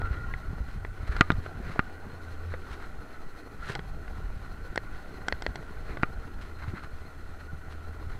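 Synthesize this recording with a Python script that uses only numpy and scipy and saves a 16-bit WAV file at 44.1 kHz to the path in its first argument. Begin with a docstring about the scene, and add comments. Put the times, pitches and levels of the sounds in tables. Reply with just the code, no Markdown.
"""Mountain coaster, rider's seat: a sled rolls down steel rails.
Its wheels roar, whine and hum through the plastic shell; the hum sinks as the sled slows.
Flanges scuff and ring the rail, slipping wheels squeal, wind buffets the microphone.
Wheels clack over track edges and three times lift and drop in a quick double clack.
Soft jolts rock the chassis; four hard ones knock the shell. A faint hiss lies under it all."""
import sys
import numpy as np
from scipy import signal
from scipy.fft import rfft, irfft, next_fast_len
from scipy.io import wavfile
from scipy.ndimage import uniform_filter1d, map_coordinates

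SR = 44100
rng = np.random.default_rng(int(sys.argv[2]) if len(sys.argv) > 2 else 0)


def materialize(psi):
    """Save the field psi as 16-bit PCM at rate SR to the path in sys.argv[1].

    A 1-D psi becomes a single channel; in a 2-D psi each row is a channel.
    """
    bounded = np.clip(np.atleast_2d(psi).T, -1, 1)
    quanta = np.round(bounded * 32767).astype(np.int16)
    wavfile.write(sys.argv[1], SR, quanta)


N = 361179

# rolling roar (time [s], relative level [dB])
ROAR_LEVEL = [(0.0, -49.5), (0.23, -50.5), (0.46, -52), (0.93, -53.5), (1.25, -50), (1.37, -51),
              (3.53, -53.5), (5.34, -50.5), (7.39, -54.5), (8.19, -53.5)]
# roar spectrum (frequency [Hz], relative density [dB])
ROAR_SPECTRUM = [(60, 2.5), (130, -1), (220, -1), (290, 0.5), (360, -1.5), (440, -0.5), (550, -8.5),
                 (630, -4), (700, -7), (780, -3), (900, -11), (1040, -7.5), (1180, -7), (1260, -11),
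                 (1400, -10.5), (1770, -12.5), (1930, -8), (2200, -18.5), (3200, -24.5), (7000, -43.5)]
# rail resonances (frequency [Hz], width [Hz], relative level [dB])
RAIL_MODES = [(4040, 99, -1), (4305, 190, 0), (5010, 400, -9), (5930, 320, -10), (7900, 130, -11.5),
              (10600, 930, -15)]
# wheel whine (time [s], level [dB])
WHINE_LEVEL = [(0.0, -46), (0.36, -52.5), (0.8, -57), (1.3, -55), (2.64, -54.5), (3.45, -56.5), (5.31, -53),
               (5.57, -55.5), (7.48, -55.5), (8.19, -56.5)]
# wheel whine (time [s], centre pitch [Hz])
WHINE_PITCH = [(0.0, 1395), (2.0, 1455), (2.9, 1387), (5.36, 1450), (6.43, 1388), (8.19, 1406)]
# wheel hum (time [s], relative level [dB])
HUM_LEVEL = [(0.0, -38.5), (0.41, -60.5), (1.39, -39), (1.71, -54.5), (2.49, -41.5), (2.78, -55.5),
             (3.17, -65), (4.61, -49.5), (5.13, -68), (6.66, -44.5), (6.82, -52.5), (8.19, -46)]
# wind buffeting (time [s], relative level [dB])
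BUFFET_LEVEL = [(0.0, -37.5), (0.6, -43), (0.87, -45), (1.15, -40.5), (1.45, -46.5), (1.78, -42.5),
                (1.92, -61.5), (2.7, -49), (3.2, -57.5), (3.8, -44), (5.1, -48), (5.9, -46), (7.2, -53.5),
                (8.19, -49)]
# buffeting spectrum (frequency [Hz], relative density [dB])
BUFFET_SPECTRUM = [(10, -9), (25, 5), (55, -1.5), (90, -7), (140, -13), (220, -20.5), (500, -53),
                   (1500, -89)]
# flange scrapes (peak time [s], level [dB], 1/e half-width [s], fizz re scrape [dB])
SCRAPES = [(0.062, -45, 0.02, -24), (0.136, -45, 0.025, -29), (1.08, -44.5, 0.007, -6),
           (1.125, -46, 0.0064, -8), (1.168, -45, 0.0052, -2), (1.186, -45.5, 0.11, -17),
           (1.444, -52, 0.03, -7), (1.7, -49, 0.099, -11), (2.535, -49.5, 0.03, -20),
           (2.727, -51, 0.03, -3.5), (2.832, -48.5, 0.031, -17), (3.648, -47, 0.033, -11),
           (3.708, -40.5, 0.033, -6), (5.91, -46, .035, -27), (6.421, -51, 0.0086, -3.5),
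           (6.597, -47.5, 0.0082, -12), (6.63, -45, 0.024, -21), (6.692, -47.5, 0.016, -14),
           (6.774, -43, 0.025, -24), (6.839, -43, 0.014, -13), (7.407, -48, 0.011, -12),
           (7.719, -53, 0.016, -3), (8.119, -51, 0.027, -26)]
# flange rub spectrum (frequency [Hz], relative density [dB])
SCUFF_SPECTRUM = [(400, 5), (900, 1), (1400, 12), (2000, 6), (2500, -3.5), (3400, -15), (4200, -4.5),
                  (4800, -32), (8000, -30), (15000, -54)]
# flange fizz spectrum (frequency [Hz], relative density [dB])
FIZZ_SPECTRUM = [(2500, 12), (4200, 8), (7000, -2.5), (11500, -8.5), (15500, -36)]
# hiss spectrum (frequency [Hz], relative density [dB])
HISS_SPECTRUM = [(1470, -7.5), (2500, 5.5), (3560, -35), (4210, -8), (5640, -10), (6140, -4.5),
                 (11300, -8.5), (14500, -11), (15700, -32)]
# single wheel clacks (time [s], relative level [dB], ring [Hz], low-pass [Hz], relative shake [dB])
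CLACKS = [(.017, -23, 1930, 2250, -2), (0.3382, -13.5, 1980, 2390, -13.5), (0.849, -18, 1970, 2200, -6),
          (1.1651, -25.5, 1400, 3460, 0.5), (1.318, -15.5, 3700, 4200, -8.5), (1.4624, -25, 1340, 1650, 1),
          (1.602, -31.5, 370, 700, -11), (1.759, -25.5, 693, 1190, 2), (2.539, -26.5, 506, 1790, 2.5),
          (3.7, -32, 420, 900, 7), (3.752, -25, 3240, 6560, 2.5), (3.758, -23.5, 795, 2200, 2),
          (3.7923, -22.5, 3320, 2320, -2.5), (4.079, -27.5, 2730, 1700, -1),
          (5.5565, -21.5, 1810, 5910, -1), (5.9715, -22.5, 1150, 1990, -0.5), (6.027, -26, 2080, 4000, -2),
          (6.735, -30.5, 356, 700, -2)]
# wheel carriage modes (frequency [Hz], relative level [dB], t60 [s])
CARRIAGE_MODES = [(136, -7.5, 0.13), (438, -1, 0.018), (676, -5.5, 0.0035), (810, 8, 0.005),
                  (1466, -3.5, 0.035), (1960, -16, 0.024), (3300, -8, 0.014), (4400, -18, 0.0076),
                  (5300, -14, 0.0056), (7970, 1.5, 0.005)]
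# clack rattle spectrum (frequency [Hz], relative density [dB])
RATTLE_SPECTRUM = [(300, 1), (600, 11), (1200, 6), (2100, 15.5), (2600, -6), (3300, 5), (3800, 5),
                   (4400, 5), (6200, -1), (8000, -17)]
# wheel squeals (peak time [s], level [dB], 1/e half-width [s], pitch [Hz], glide [Hz/s])
SQUEALS = [(0.061, -38, 0.025, 1375, 199), (0.153, -46, 0.014, 1370, 4), (0.227, -47, 0.096, 1405, -100),
           (0.201, -60, 0.19, 1910, -350), (0.318, -54.5, 0.06, 1070, 246), (0.334, -52, 0.035, 1625, 202),
           (3.63, -43, 0.0084, 1380, 2), (7.497, -42, 0.013, 1440, 1198.5)]
# soft chassis bumps (time [s], relative level [dB], pitch [Hz])
BUMPS = [(0.109, -17.5, 61), (0.531, -26.5, 157), (0.604, -17.5, 56), (1.03, -23, 89), (1.093, -18.5, 59),
         (1.321, -20.5, 164), (1.383, -21.5, 96), (1.601, -29.5, 200), (1.698, -26.5, 151),
         (2.708, -27, 66), (3.697, -23.5, 133), (3.789, -27.5, 162), (4.24, -25, 39), (6.678, -22, 101),
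         (6.738, -27, 194), (7.531, -28, 142), (8.067, -28.5, 96), (8.152, -32, 95)]
# hard shell knocks (time [s], relative level [dB], low-pass [Hz], relative thud [dB])
KNOCKS = [(1.2096, 0.5, 4370, -3), (1.3034, -8, 2270, 2.5), (1.793, -8, 2300, -1), (6.033, -9, 2230, -3)]
# shell modes (frequency [Hz], relative level [dB], t60 [s])
SHELL_MODES = [(392, -16, 0.022), (800, -13, 0.0053), (1228, -20, 0.079), (1412, -9.5, 0.031),
               (1500, 0, 0.0072), (1890, -12, 0.016), (2395, -28, 0.015), (3630, -17, 0.0094),
               (3980, -29, 0.0086), (6450, -18, 0.0046)]
# seat modes (frequency [Hz], relative level [dB], t60 [s])
SEAT_MODES = [(101, -13.5, 0.018), (170, -9, 0.022), (287, -5.5, 0.014)]
# knock crack spectrum (frequency [Hz], relative density [dB])
CRACK_SPECTRUM = [(900, -4), (1750, 7), (2150, 14), (2900, 3.5), (3800, -5.5), (4800, -8), (6600, -20),
                  (9000, -20)]
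# double clacks (time [s], relative lift level [dB], delay to drop [s])
DOUBLE_CLACKS = [(4.7585, -19.5, 0.018), (5.2833, -12.5, 0.041), (5.4218, -21, .0426)]
# modes of a wheel lifting against the rail (frequency [Hz], relative level [dB], t60 [s])
LIFT_MODES = [(437, 3, 0.0043), (765, -6, 0.012), (1504, -1, .015), (2060, -15, 0.032), (3270, -8.5, .012),
              (3630, -11, 0.0094), (4570, -15, .01), (4970, -9, 0.0078), (5540, -12.5, 0.0083),
              (7400, -17, 0.0074), (8050, -14.5, 0.0066)]
# modes of a wheel dropping back (frequency [Hz], relative level [dB], t60 [s])
DROP_MODES = [(570, 4, 0.0059), (865, -4.5, 0.0067), (1650, -17, 0.025), (1883, 0, 0.01),
              (2530, -14.5, .012), (3250, -11, 0.0069), (4320, -10, 0.0078), (5100, -18, 0.0066),
              (7000, -25, .005)]


def amp(db):
    """Decibels to gain."""
    return 10 ** (np.asarray(db) / 20)


def unit(x):
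    """Scale to rms 1."""
    return x / np.sqrt(np.mean(x ** 2) + 1e-20)


def curve(points):
    """(time [s], value) points to one value per sample."""
    return np.interp(np.arange(N) / SR, *np.transpose(points))


def wobble(knots_per_s):
    """Smooth random curve, rms near 1."""
    knots = rng.standard_normal(8192)
    return map_coordinates(knots, [np.arange(N) * knots_per_s / SR], mode="wrap")


def phase_rad(hz):
    """Running phase of a varying pitch."""
    return 2 * np.pi * np.cumsum(hz) / SR


def swell(peak_s, half_width_s):
    """Gaussian envelope, peak 1."""
    return np.exp(-np.minimum(((np.arange(N) / SR - peak_s) / half_width_s) ** 2, 20))


def scattered(events_per_s):
    """Poisson events (time [s], normal deviate, normal deviate)."""
    draws = rng.standard_normal((64, 4))
    times_s = np.cumsum(draws[:, 0] ** 2 + draws[:, 1] ** 2) / (2 * events_per_s)
    return np.column_stack([times_s, draws[:, 2:]])[times_s < N / SR]


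def filtered(x, response):
    """Apply response(hz) by FFT."""
    size = next_fast_len(len(x) + SR // 4)
    return irfft(rfft(x, size) * response(np.fft.rfftfreq(size, 1 / SR)), size)[:len(x)]


def coloured(x, spectrum):
    """Shape x by a spectrum table; rms 1."""
    points_hz, db = np.transpose(spectrum)
    return unit(filtered(x, lambda hz: amp(np.interp(np.log(hz + 1), np.log(points_hz), db))))


def patchy(depth_db):
    """Noise whose level drifts in time-frequency patches."""
    bins = signal.stft(rng.standard_normal(N), nperseg=512)[2]
    patches = uniform_filter1d(rng.standard_normal(bins.shape), size=4, axis=0)
    patches = uniform_filter1d(patches, size=12, axis=1)
    return signal.istft(bins * amp(depth_db * unit(patches)))[1][:N]


def ring(modes, t, spread_db=1):
    """Damped modes; strengths vary per strike."""
    hz, db, t60_s = np.transpose(modes)[:, :, None]
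    struck_db = db + spread_db * rng.standard_normal(db.shape)
    return np.sum(amp(struck_db - 60 * t / t60_s) * np.sin(2 * np.pi * hz * t), axis=0)


def soften(x, cutoff_hz):
    """Low-pass: a softer contact passes less treble."""
    return signal.lfilter(*signal.butter(2, min(cutoff_hz, SR / 3), fs=SR), x)


def saturate(x, ceiling):
    """Round off peaks near the ceiling."""
    return x / (1 + np.abs(x / ceiling) ** 4) ** (1 / 4)


def add(track, start_s, sound):
    """Mix a sound in at start_s."""
    part = track[round(start_s * SR):][:len(sound)]
    part += sound[:len(part)]


def rolling():
    """Wheels on rough steel: juddering roar in the shell, thin ring in the rails."""
    roar_db = curve(ROAR_LEVEL)
    judder = wobble(36)
    roar_gain = amp(roar_db + 3.5 + 0.92 * judder + 1.75 * wobble(250))
    roar = roar_gain * coloured(patchy(depth_db=1.5), ROAR_SPECTRUM)
    rail_db = -68.5 + 0.84 * (roar_db - roar_db.mean()) + 2.8 * judder
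    return roar + amp(rail_db) * rail_ring()


def rail_ring(note_hz=4220, waver_hz=54.8, note_db=-5):
    """Steel rail: noise in its resonances plus one wavering note; rms 1."""
    def steel(hz):
        return sum(amp(db) * 1j * hz * width_hz / (mode_hz ** 2 - hz ** 2 + 1j * hz * width_hz)
                   for mode_hz, width_hz, db in RAIL_MODES)

    phase = phase_rad(note_hz + waver_hz * wobble(70))
    note = amp(note_db) * unit(amp(5 * wobble(45)) * np.sin(phase))
    resonances = unit(filtered(rng.standard_normal(N), steel))
    return unit(resonances + note)


def wheel_whine():
    """Spinning wheels, slightly apart in pitch: a fuzzy, fluttering whine."""
    centre_hz = curve(WHINE_PITCH)
    whine = np.zeros(N)
    for offset_hz in (-55, 55):
        phase = phase_rad(centre_hz + offset_hz + 14 * wobble(24))
        whine += wobble(140) * np.sin(phase) + wobble(140) * np.cos(phase)
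    return amp(curve(WHINE_LEVEL) + 1.6 * wobble(55)) * unit(whine)


def wheel_hum(fast_hz=90, slow_hz=77.9, slowing_s=(0.96, 3.3)):
    """Low wheel hum; pitch falls with speed."""
    hum_hz = np.interp(np.arange(N) / SR, slowing_s, (fast_hz, slow_hz))
    phase = phase_rad(hum_hz + 2.16 * wobble(20))
    return amp(curve(HUM_LEVEL) + 1.7 + 2.34 * wobble(18)) * unit(np.sin(phase))


def wind(sway_hz=8, sway_width_hz=6):
    """Air tumbles over the microphone in lumps, on a slow pressure sway."""
    lumps = amp(3.8 * wobble(32))
    buffet = coloured(rng.standard_normal(N) * lumps, BUFFET_SPECTRUM)
    sway = filtered(rng.standard_normal(N), lambda hz: np.exp(-((hz - sway_hz) / sway_width_hz) ** 2))
    return amp(curve(BUFFET_LEVEL) + 6.5) * buffet + amp(-41.5) * unit(sway)


def flange_scrapes(scuff_db=-64, ring_db=-67):
    """Flanges brush the rail throughout; short, harder rubs ring it, some with a bright fizz."""
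    rub_gain = amp(scuff_db + 3.5 * wobble(14))
    fizz_gain = amp(-3.5) * rub_gain
    touch = np.zeros(N)  # light and heavy scrapes ring the rail alike
    for peak_s, db, half_width_s, fizz_db in SCRAPES:
        contact = swell(peak_s, half_width_s)
        touch = np.maximum(touch, contact)
        rub_gain += amp(db) * contact
        fizz_gain += amp(db + fizz_db) * contact
    stick_slip = amp(2 * wobble(300))
    rub = rub_gain * coloured(stick_slip * patchy(depth_db=2), SCUFF_SPECTRUM)
    fizz = fizz_gain * coloured(stick_slip * rng.standard_normal(N), FIZZ_SPECTRUM)
    return rub + fizz + amp(ring_db) * touch * rail_ring()


def hiss(level_db=-69):
    """Faint steady hiss."""
    return amp(level_db) * coloured(rng.standard_normal(N), HISS_SPECTRUM)


def clacks(rise_s=0.00024, rattle_t60_s=0.018):
    """A wheel strikes a track edge, rings briefly and shakes the carriage."""
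    out, t = np.zeros(N), np.arange(SR // 10) / SR
    attack = 1 - np.exp(-t / rise_s)
    for start_s, db, ring_hz, cutoff_hz, shake_db in CLACKS:
        t60_s = 30 / ring_hz
        note = ring([(ring_hz, -1, t60_s)], t)
        rattle = amp(-60 * t / rattle_t60_s) * coloured(rng.standard_normal(len(t)), RATTLE_SPECTRUM)
        shake = amp(-2) * ring(CARRIAGE_MODES, t) + amp(0.5) * rattle
        blow = attack * (note + amp(shake_db) * shake)
        add(out, start_s, amp(db - 6.5) * soften(blow, cutoff_hz))
    return out


def squeals(waver_hz=14.8, flutter_db=3):
    """A wheel slips sideways in a bend: a thin, wavering note."""
    out, t = np.zeros(N), np.arange(N) / SR
    for peak_s, db, half_width_s, hz, glide_hz_per_s in SQUEALS:
        phase = phase_rad(hz + glide_hz_per_s * (t - peak_s) + waver_hz * wobble(60))
        out += amp(db) * swell(peak_s, half_width_s) * np.sqrt(2) * np.sin(phase)
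    return out * amp(flutter_db * wobble(90))


def chassis_bumps(jiggle_db=-37.5, jiggle_hz=150, spread_octaves=0.27):
    """Soft jolts rock the chassis for a few cycles; small random jiggles fall between."""
    out, t = np.zeros(N), np.arange(SR // 5) / SR
    jiggles = [(start_s, jiggle_db + 2 * size, jiggle_hz * 2 ** (spread_octaves * pitch))
               for start_s, size, pitch in scattered(events_per_s=1.4)]
    for start_s, db, hz in BUMPS + jiggles:
        cycles = hz * t
        envelope = np.exp(-cycles / 1.15) * (1 - np.exp(-cycles / 0.026))
        add(out, start_s, amp(db) * envelope * np.sin(2 * np.pi * cycles))
    return out


def shell_knocks(crack_t60_s=0.024, shudder_t60_s=0.027):
    """Hard jolts ring the hollow shell and thud in the seat."""
    out, t = np.zeros(N), np.arange(SR // 5) / SR
    for start_s, db, cutoff_hz, thud_db in KNOCKS:
        crack = amp(-12 - 60 * t / crack_t60_s) * coloured(rng.standard_normal(len(t)), CRACK_SPECTRUM)
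        low_noise = unit(soften(rng.standard_normal(len(t)), cutoff_hz=650))
        shudder = amp(-18 - 60 * t / shudder_t60_s) * low_noise
        blow = ring(SHELL_MODES, t) + amp(thud_db) * ring(SEAT_MODES, t) + crack + shudder
        add(out, start_s, amp(db) * soften(blow, cutoff_hz))
    return out


def double_clacks(rise_s=0.00061, drop_db=-12, spread_db=2.2):
    """A wheel lifts against the rail and drops back; each contact has its own modes."""
    out, t = np.zeros(N), np.arange(SR // 10) / SR
    attack = 1 - np.exp(-t / rise_s)
    for start_s, lift_db, delay_s in DOUBLE_CLACKS:
        add(out, start_s, amp(lift_db) * attack * ring(LIFT_MODES, t, spread_db))
        add(out, start_s + delay_s, amp(drop_db) * attack * ring(DROP_MODES, t, spread_db))
    return out


def scene(blow_cutoff_hz=8300):
    """Mono mix. The hardest blows saturate; the blows are low-passed, so they have no top treble."""
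    running = hiss() + rolling() + flange_scrapes() + wheel_whine() + wheel_hum() + squeals() + wind()
    blows = saturate(shell_knocks() + chassis_bumps() + clacks() + double_clacks(), ceiling=0.77)
    blow_lowpass = signal.butter(8, blow_cutoff_hz, fs=SR, output="sos")
    return (running + signal.sosfilt(blow_lowpass, blows))[None]


def record(dry):
    """Brick-wall band limit."""
    top_hz = 15700
    return filtered(dry[0], lambda hz: hz < top_hz)[None]


dry = scene()
out = record(dry)
materialize(out)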